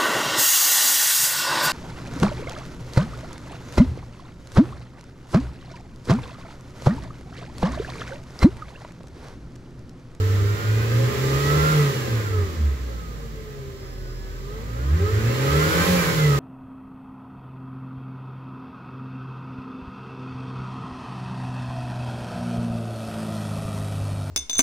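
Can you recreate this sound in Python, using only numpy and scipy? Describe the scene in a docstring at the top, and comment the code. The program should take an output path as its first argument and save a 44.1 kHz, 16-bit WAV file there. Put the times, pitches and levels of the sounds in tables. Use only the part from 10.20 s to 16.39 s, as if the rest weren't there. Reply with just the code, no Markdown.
"""Small petrol engine revved in park

A four-cylinder engine, heard from the driver's seat, is revved, drops to idle and is revved again.
Sines locked to the crankshaft make the firing boom, shaft orders and whines, swelling in resonances.
Shaped noise makes the roar, valve clatter and the rush of intake and belts, all rising with speed.
A rattle repeated every crank turn adds rasp to the clatter; a bright hiss tops the revs."""
import sys
import numpy as np
from scipy.fft import rfft, irfft, next_fast_len
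from scipy.io import wavfile
from scipy.ndimage import uniform_filter1d, map_coordinates

SR = 44100
rng = np.random.default_rng(int(sys.argv[2]) if len(sys.argv) > 2 else 0)


def int16_out(signal):
    """Quantize to a 16-bit WAV file."""
    q = np.round(np.clip(np.atleast_2d(signal).T, -1, 1) * 32767)
    wavfile.write(sys.argv[1], SR, q.astype(np.int16))


N = 272979


def amp(db):
    """Decibels to amplitude gain."""
    return 10 ** (np.asarray(db) / 20)


def unit(x):
    """Scale to rms 1."""
    return x / np.sqrt(np.mean(x ** 2) + 1e-20)


def along(points, hz):
    """Interpolate (Hz, value) points on a log frequency axis."""
    f, v = np.transpose(points)
    return np.interp(np.log(hz + 1), np.log(f + 1), v)


def curves(rows):
    """One value per sample for each column after the time."""
    time_s, *columns = np.transpose(rows)
    return [np.interp(np.arange(N) / SR, time_s, column) for column in columns]


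def wobble(rate_hz):
    """Smooth random curve through rate_hz normal-distributed knots a second."""
    coarse = np.arange(0, N + 64, 64)
    knots = rng.standard_normal(int(N * rate_hz / SR) + 4)
    smooth = map_coordinates(knots, [coarse * rate_hz / SR])
    return np.interp(np.arange(N), coarse, smooth)


def filtered(x, response):
    """Multiply the spectrum of x by a complex response of frequency."""
    m = next_fast_len(N + SR // 2)
    spectrum = rfft(x, m) * response(np.fft.rfftfreq(m, 1 / SR))
    return irfft(spectrum, m)[..., :N]


def resonance(f, hz, width_hz):
    """Complex band-pass response of a damped mode, 1 at its centre."""
    return 1j * f * width_hz / (hz * hz - f * f + 1j * f * width_hz)


# left-right likeness of noise: (frequency [Hz], shared fraction of power [0-1])
LIKENESS = [(100, 0.49), (300, .7), (600, 0.6), (1200, 0.22), (2500, 0.11), (8000, 0.039)]


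def noise(spectrum, lag_ms):
    """Stereo noise of rms 1 whose shared part reaches the left side lag_ms late."""
    def ports(hz):
        alike = np.clip(along(LIKENESS, hz), 0, 1)
        return amp(along(spectrum, hz)) * np.sqrt([alike, 1 - alike, 1 - alike])
    shared, left, right = filtered(rng.standard_normal((3, N)), ports)
    late = filtered(shared, lambda hz: np.exp(-2j * np.pi * hz * lag_ms / 1000))
    return unit(np.array([late + left, shared + right]))


# body and cabin modes: (centre [Hz], width [Hz], level [dB], phase by which left leads [rad])
BODY_MODES = [(70.7, 14, 4.5, 0.95), (123.5, 17, -3.5, 1), (196.5, 30, -13, -1.06), (330, 24, -7.5, 1),
              (409.8, 6, -1.5, 0.76), (435, 65, -2.5, 0.68), (539.3, 20.4, 0, -1.65)]


def cabin(x):
    """Each body resonance meets the two microphone ports in its own phase."""
    sides = np.array([[.5j], [-.5j]])

    def response(f):
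        total = 0
        for hz, width_hz, db, phase in BODY_MODES:
            skirt = 1 + ((f - hz) / (5 * width_hz)) ** 2
            total = total + amp(db) * resonance(f, hz, width_hz) * np.exp(sides * phase) / skirt
        return total
    return filtered(x, response)


# tone at the two ports: (frequency [Hz], left minus right [dB], phase by which left leads [rad])
PORT_BALANCE = [(100, -1, 0), (230, -1, 0), (320, -5, .3), (420, 0, .25), (480, -2, -.2), (540, -2, -1.7),
                (800, -4, -2.7), (1300, -9, -2.6), (1560, 2, -4.2), (2000, -7, -7), (3000, -3, -9)]


def at_ports(x):
    """A mono tone reaches each microphone port with its own level and phase."""
    hz, tilt_db, phase = np.transpose(PORT_BALANCE)
    sides = np.array([[.5], [-.5]])

    def response(f):
        gain = amp(sides * along(np.c_[hz, tilt_db], f))
        gain = gain / np.sqrt(np.mean(gain ** 2, axis=0))
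        return gain * np.exp(1j * sides * along(np.c_[hz, phase], f))
    return filtered(x, response)


def growth(law, octaves, throttle):
    """Level in dB of a part that changes with speed and throttle."""
    cruise_db, octave_db, bend_db, throttle_db = law
    return cruise_db + octave_db * octaves + bend_db * octaves ** 2 + throttle_db * throttle


def lines(orders, firings, waver_db, rough_rad):
    """Sines locked to the shaft, each wavering in size and phase."""
    total = 0
    for multiple, db in orders:
        level = amp(db + waver_db * wobble(9))
        phase = 2 * np.pi * (multiple * firings + rng.random()) + rough_rad * wobble(35)
        total = total + level * np.sin(phase)
    return total


# engine speed before smoothing: (time [s], firing rate [Hz])
ENGINE_SPEED = [(0.0, 96.74), (0.48, 106.03), (0.8, 118.82), (1.51, 155.82), (1.97, 111.42), (2.29, 84.39),
                (2.57, 64.79), (2.99, 51.95), (3.52, 43.73), (3.87, 41.52), (4.23, 42.88), (4.51, 54.98),
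                (4.72, 71.44), (4.76, 81.96), (5.39, 150.43), (5.72, 182.26), (5.95, 159.46), (6.19, 136.2)]
FLYWHEEL_S = .09  # the flywheel rounds every change of speed
CRUISE_HZ = 100  # firing rate at 3000 rpm, reference for growth laws
BRISK_CLIMB_OCT_PER_S = 1  # takes about three quarters of full throttle


def motion(settle_s=.15):
    """Firing rate, octaves above cruise, and throttle (0-1), which is open while speed climbs."""
    firing_hz = uniform_filter1d(curves(ENGINE_SPEED)[0], int(FLYWHEEL_S * SR), mode="nearest")
    octaves = np.log2(firing_hz / CRUISE_HZ)
    climb = uniform_filter1d(np.gradient(octaves) * SR, int(settle_s * SR), mode="nearest")
    throttle = np.tanh(np.maximum(climb, 0) / BRISK_CLIMB_OCT_PER_S)
    return firing_hz, octaves, throttle


# boom in the cabin before throttle, dips and wander: (firing rate [Hz], peak level [dB])
CABIN_BOOM = [(41.5, -30), (43, -32), (45.5, -32), (52, -32), (60, -27), (72, -14), (85, -10.5), (97, -16),
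              (117, -13.5), (129, -21.5), (141, -16), (149, -12.5), (160, -20.5), (180, -17)]
# brief dips of the boom: (time [s], depth [dB], time from centre to half depth [s])
BOOM_DIPS = [(0.404, 13.5, 0.053), (0.665, 6.5, 0.061), (.94, 14, 0.036), (1.325, 4, .16),
             (1.737, 22, 0.016), (1.865, 11.5, 0.058), (2.056, 9, 0.072), (2.318, 18, 0.07),
             (2.58, 8, 0.022), (2.712, 2, 0.018), (2.838, 7, 0.023), (3.457, 11, 0.2), (4.788, 11, 0.021),
             (4.897, 12, 0.023), (5.013, 10.5, .023), (5.132, 3.5, 0.054), (5.362, 4, 0.1),
             (5.524, 22, 0.017), (5.65, 20, 0.017), (5.843, 21, 0.018), (5.937, 12, 0.021)]
BOOM_THROTTLE_DB, BOOM_WANDER_DB = -0.2, .6  # change at full throttle; random wander


def firing_note(firing_hz, throttle, firings):
    """The strongest line, one cycle per firing: booms by pitch and throttle, with brief dips."""
    t = np.arange(N) / SR
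    dip_db = sum(db / (1 + ((t - s) / half_s) ** 4) for s, db, half_s in BOOM_DIPS)
    boom_db = along(CABIN_BOOM, firing_hz) + BOOM_THROTTLE_DB * throttle - dip_db
    boom = amp(boom_db + BOOM_WANDER_DB * wobble(49)) * np.sin(2 * np.pi * firings)
    return boom * amp([[-.6], [.6]])


# resonances carrying clean lines to the seat: (centre [Hz], width at half amplitude [Hz], level [dB])
SEAT_PATHS = [(73.8, 4.7, -1.5), (135.2, 45, 0), (226.6, 22, -5), (301.4, 53, -10), (406, 32.7, -4.5),
              (438, 27, -5.5), (540.7, 20, -7), (803, 11, -6), (1260, 40, -7.5), (1309, 33, -5),
              (1385, 34, -1), (1490, 130, -9), (1985, 170, -7), (2225, 72, -11), (2370, 66, -3.5)]


def path_db(hz, floor_db=-28):
    """How well the resonances carry a tone of this pitch."""
    gain = amp(floor_db)
    for centre_hz, width_hz, db in SEAT_PATHS:
        gain = gain + amp(db) / (1 + (2 * (hz - centre_hz) / width_hz) ** 2)
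    return 20 * np.log10(gain)


# crank, 2nd and 3rd harmonic, oil pump, timing chain, pump overtone: (multiple of firing rate)
CLEAN_ORDERS = (.5, 2, 3, 4.5, 9, 13.5)
# growth before path gain, same order:
# (level at cruise [dB], slope [dB/octave], bend [dB/octave^2], rise at full throttle [dB])
CLEAN_LAWS = [(-37.5, 14, -8, 14), (-37.5, 9, 5.2, 12), (-33.5, 14.5, 7, -2.5), (-28, 10, -6, 4.5),
              (-31, 7, 2.6, 5), (-32.5, 6.5, -2, 3.5)]


def strong_orders(firing_hz, octaves, throttle, firings, flutter_db=3.0):
    """Clean crank-locked lines swell where they meet a resonance; high ones flutter most."""
    orders = []
    for multiple, law in zip(CLEAN_ORDERS, CLEAN_LAWS):
        level_db = growth(law, octaves, throttle) + path_db(multiple * firing_hz)
        flutter = flutter_db * np.sqrt(multiple / max(CLEAN_ORDERS)) * wobble(30)
        orders.append((multiple, level_db + flutter))
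    return at_ports(lines(orders, firings, waver_db=2.7, rough_rad=0.16))


# lines from unequal cylinders: (multiple of firing rate, relative level [dB])
CRANK_ORDERS = [(.75, -38), (1.25, -46), (1.5, -44), (1.75, -36), (2.25, -36), (2.5, -37), (2.75, -34),
                (3.25, -38), (3.5, -35), (3.75, -45), (4, -36), (4.25, -46), (5, -48)]
FLARE_HZ, FLARE_WIDTH_HZ, FLARE_DB = 147.6, 7.4, 7  # firing rate of hardest shake under throttle


def crank_shake(firing_hz, octaves, throttle, firings):
    """Unequal cylinders shake the block at quarters of the firing rate, heard through the body."""
    flare_db = FLARE_DB / (1 + ((firing_hz - FLARE_HZ) / FLARE_WIDTH_HZ) ** 2)
    level_db = -1 + 7 * octaves + (3.0 + flare_db) * throttle
    return cabin(lines(CRANK_ORDERS, firings, waver_db=2.0, rough_rad=0.17) * amp(level_db))


# belt and alternator whines: (multiple of firing rate, relative level [dB])
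WHINE_ORDERS = [(10.8, -53), (14.9, -45), (18, -46), (22.4, -44), (26.95, -52)]
# bulkhead transmission of the whines: (frequency [Hz], gain [dB])
BULKHEAD_GAIN = [(900, -6), (1130, -6), (1250, 3.5), (1550, -7.5), (1750, -2.5), (2100, -10.5),
                 (2500, -3.5), (3400, -0.5), (5000, -22)]


def drive_whine(octaves, throttle, firings):
    """Faint belt and alternator lines grow with speed and throttle, filtered by the bulkhead."""
    level_db = -2 + 4 * octaves + 5 * throttle
    whine = lines(WHINE_ORDERS, firings, waver_db=3, rough_rad=.25) * amp(level_db)
    return at_ports(filtered(whine, lambda hz: amp(along(BULKHEAD_GAIN, hz))))


# belt drive singing: (multiple of firing rate, level at idle [dB])
BELT_SONG = [(36, -52), (40.4, -60), (121.5, -51)]


def idle_song(firing_hz, firings, idle_hz=41.5, idle_width_hz=1.3):
    """The belt drive sings high lines that fade as the speed leaves idle."""
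    idling = 1 / (1 + (np.maximum(firing_hz - idle_hz, 0) / idle_width_hz) ** 2)
    return at_ports(idling * lines(BELT_SONG, firings, waver_db=4, rough_rad=0.29))


# low rumble: (frequency [Hz], relative density [dB/Hz])
RUMBLE_SPECTRUM = [(20, -27), (42, -20), (70, 2), (130, -5), (200, -8), (290, -9), (360, -10.5),
                   (450, -9.5), (580, -16), (720, -33.5), (1500, -42.5)]


def combustion_roar(clatter_db, roar_growth=0.68):
    """Body-coloured roar and low rumble grow with effort, more slowly than the clatter."""
    effort = amp(roar_growth * (clatter_db - clatter_db.max()))
    roar = amp(-35) * unit(cabin(rng.standard_normal(N)))
    rumble = amp(-27.0) * noise(RUMBLE_SPECTRUM, lag_ms=0.18)
    return effort * (roar + rumble)


# valve clatter: (frequency [Hz], relative density [dB/Hz])
CLATTER_SPECTRUM = [(450, -10), (620, -2.5), (900, -3.5), (1100, -2.5), (1330, -3.5), (1600, -1.5),
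                    (2000, 1), (2400, -4.5), (3000, -7.5), (4200, -25)]


def valve_rasp(firing_hz, firings, count=140, size=8192):
    """The valve train repeats one jagged rattle every crank turn: a dense comb of lines."""
    harmonics = np.exp(2j * np.pi * rng.random((2, count))) * (np.arange(count) > 0)
    shapes = irfft(harmonics, size)
    crank_phase = firings / 2 % 1  # two firings a turn
    rattle = np.array([np.interp(crank_phase, np.arange(size) / size, shape) for shape in shapes])
    # valves land harder as the speed rises
    return unit(filtered(rattle * firing_hz, lambda hz: amp(along(CLATTER_SPECTRUM, hz))))


# dashboard modes: (centre [Hz], width [Hz], level over direct sound [dB])
DASH_MODES = [(856, 18, -2), (1048, 30, 6), (1216, 22.5, 9), (1288, 35, 5), (1562, 15, 5), (1704, 19, -6.5),
              (1958, 20, -4.5), (2294, 10, -15), (2470, 17, -21), (4150, 120, -10)]


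def dashboard(x):
    """Panels ring at narrow frequencies on top of what passes through them."""
    def response(f):
        return 1 + sum(amp(db) * resonance(f, hz, width_hz) for hz, width_hz, db in DASH_MODES)
    return filtered(x, response)


RASP_DB, RASP_OCTAVE_DB = -7, 3  # rasp gain at cruise, and its rise per octave
CLATTER_WANDER_DB = .65


def valve_clatter(clatter_db, firing_hz, octaves, firings, throb=0.11):
    """Loose noise throbbing once a firing plus crank-locked rasp, ringing the dashboard."""
    loose = noise(CLATTER_SPECTRUM, lag_ms=0.47) * (1 + throb * np.cos(2 * np.pi * firings))
    rasp = amp(RASP_DB + RASP_OCTAVE_DB * octaves) * valve_rasp(firing_hz, firings)
    level = amp(clatter_db + CLATTER_WANDER_DB * wobble(12))
    return level * unit(dashboard(loose + rasp)) * amp([[-2.1], [1.9]])


# intake and belt rush: (frequency [Hz], relative density [dB/Hz])
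RUSH_SPECTRUM = [(2200, -13), (3200, 0.5), (4200, 1), (5000, -1), (6600, -3.5), (7450, -0.5), (8300, -17.5),
                 (10000, -17), (11500, -10), (15600, -9)]
# rush growth before a fixed gain:
# (level at cruise [dB], slope [dB/octave], bend [dB/octave^2], rise at full throttle [dB])
RUSH_GROWTH = (-46, 12.5, 3.5, 1.03)
RUSH_GAIN_DB, RUSH_WANDER_DB = 4, .4


def air_rush(octaves, throttle, firings, flutter=0.033):
    """Noise of intake and belts, rising with speed and fluttering once a firing."""
    level_db = growth(RUSH_GROWTH, octaves, throttle) + RUSH_GAIN_DB + RUSH_WANDER_DB * wobble(8.8)
    beat = 1 + flutter * np.cos(2 * np.pi * firings)
    return amp(level_db) * noise(RUSH_SPECTRUM, lag_ms=0.513) * beat * amp([[-1.7], [1.5]])


# clatter growth, which also drives the roar:
# (level at cruise [dB], slope [dB/octave], bend [dB/octave^2], rise at full throttle [dB])
CLATTER_GROWTH = (-38.5, 11.5, 2.1, 2)


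def engine_bay(firing_hz, octaves, throttle, firings):
    """Sum of roar, clatter, rush and hiss, the first two sharing one growth with speed."""
    clatter_db = growth(CLATTER_GROWTH, octaves, throttle)
    roar = combustion_roar(clatter_db)
    clatter = valve_clatter(clatter_db, firing_hz, octaves, firings)
    rush = air_rush(octaves, throttle, firings)
    return roar + clatter + rush + intake_hiss(firing_hz)


def intake_hiss(firing_hz, octave_db=30):
    """A bright hiss that rises steeply and shows only at the top of a rev."""
    level_db = -37 + octave_db * np.log2(firing_hz / firing_hz.max())
    # (frequency [Hz], relative density [dB/Hz])
    spectrum = [(5000, -15), (8500, -2), (10500, 3.5), (15500, -5)]
    return amp(level_db) * noise(spectrum, lag_ms=0.49) * amp([[-1.6], [1.6]])


def scene():
    """One speed curve drives every part of the engine."""
    firing_hz, octaves, throttle = motion()
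    firings = np.cumsum(firing_hz) / SR  # running count, two per crank turn
    engine = firing_hz, octaves, throttle, firings
    tones = firing_note(firing_hz, throttle, firings) + strong_orders(*engine) + crank_shake(*engine)
    whines = drive_whine(octaves, throttle, firings) + idle_song(firing_hz, firings)
    return tones + whines + engine_bay(*engine)


TOP_HZ = 15750


def record(dry):
    """The recorder keeps nothing above its band limit."""
    return filtered(dry, lambda hz: hz < TOP_HZ)


dry = scene()
out = record(dry)
int16_out(out)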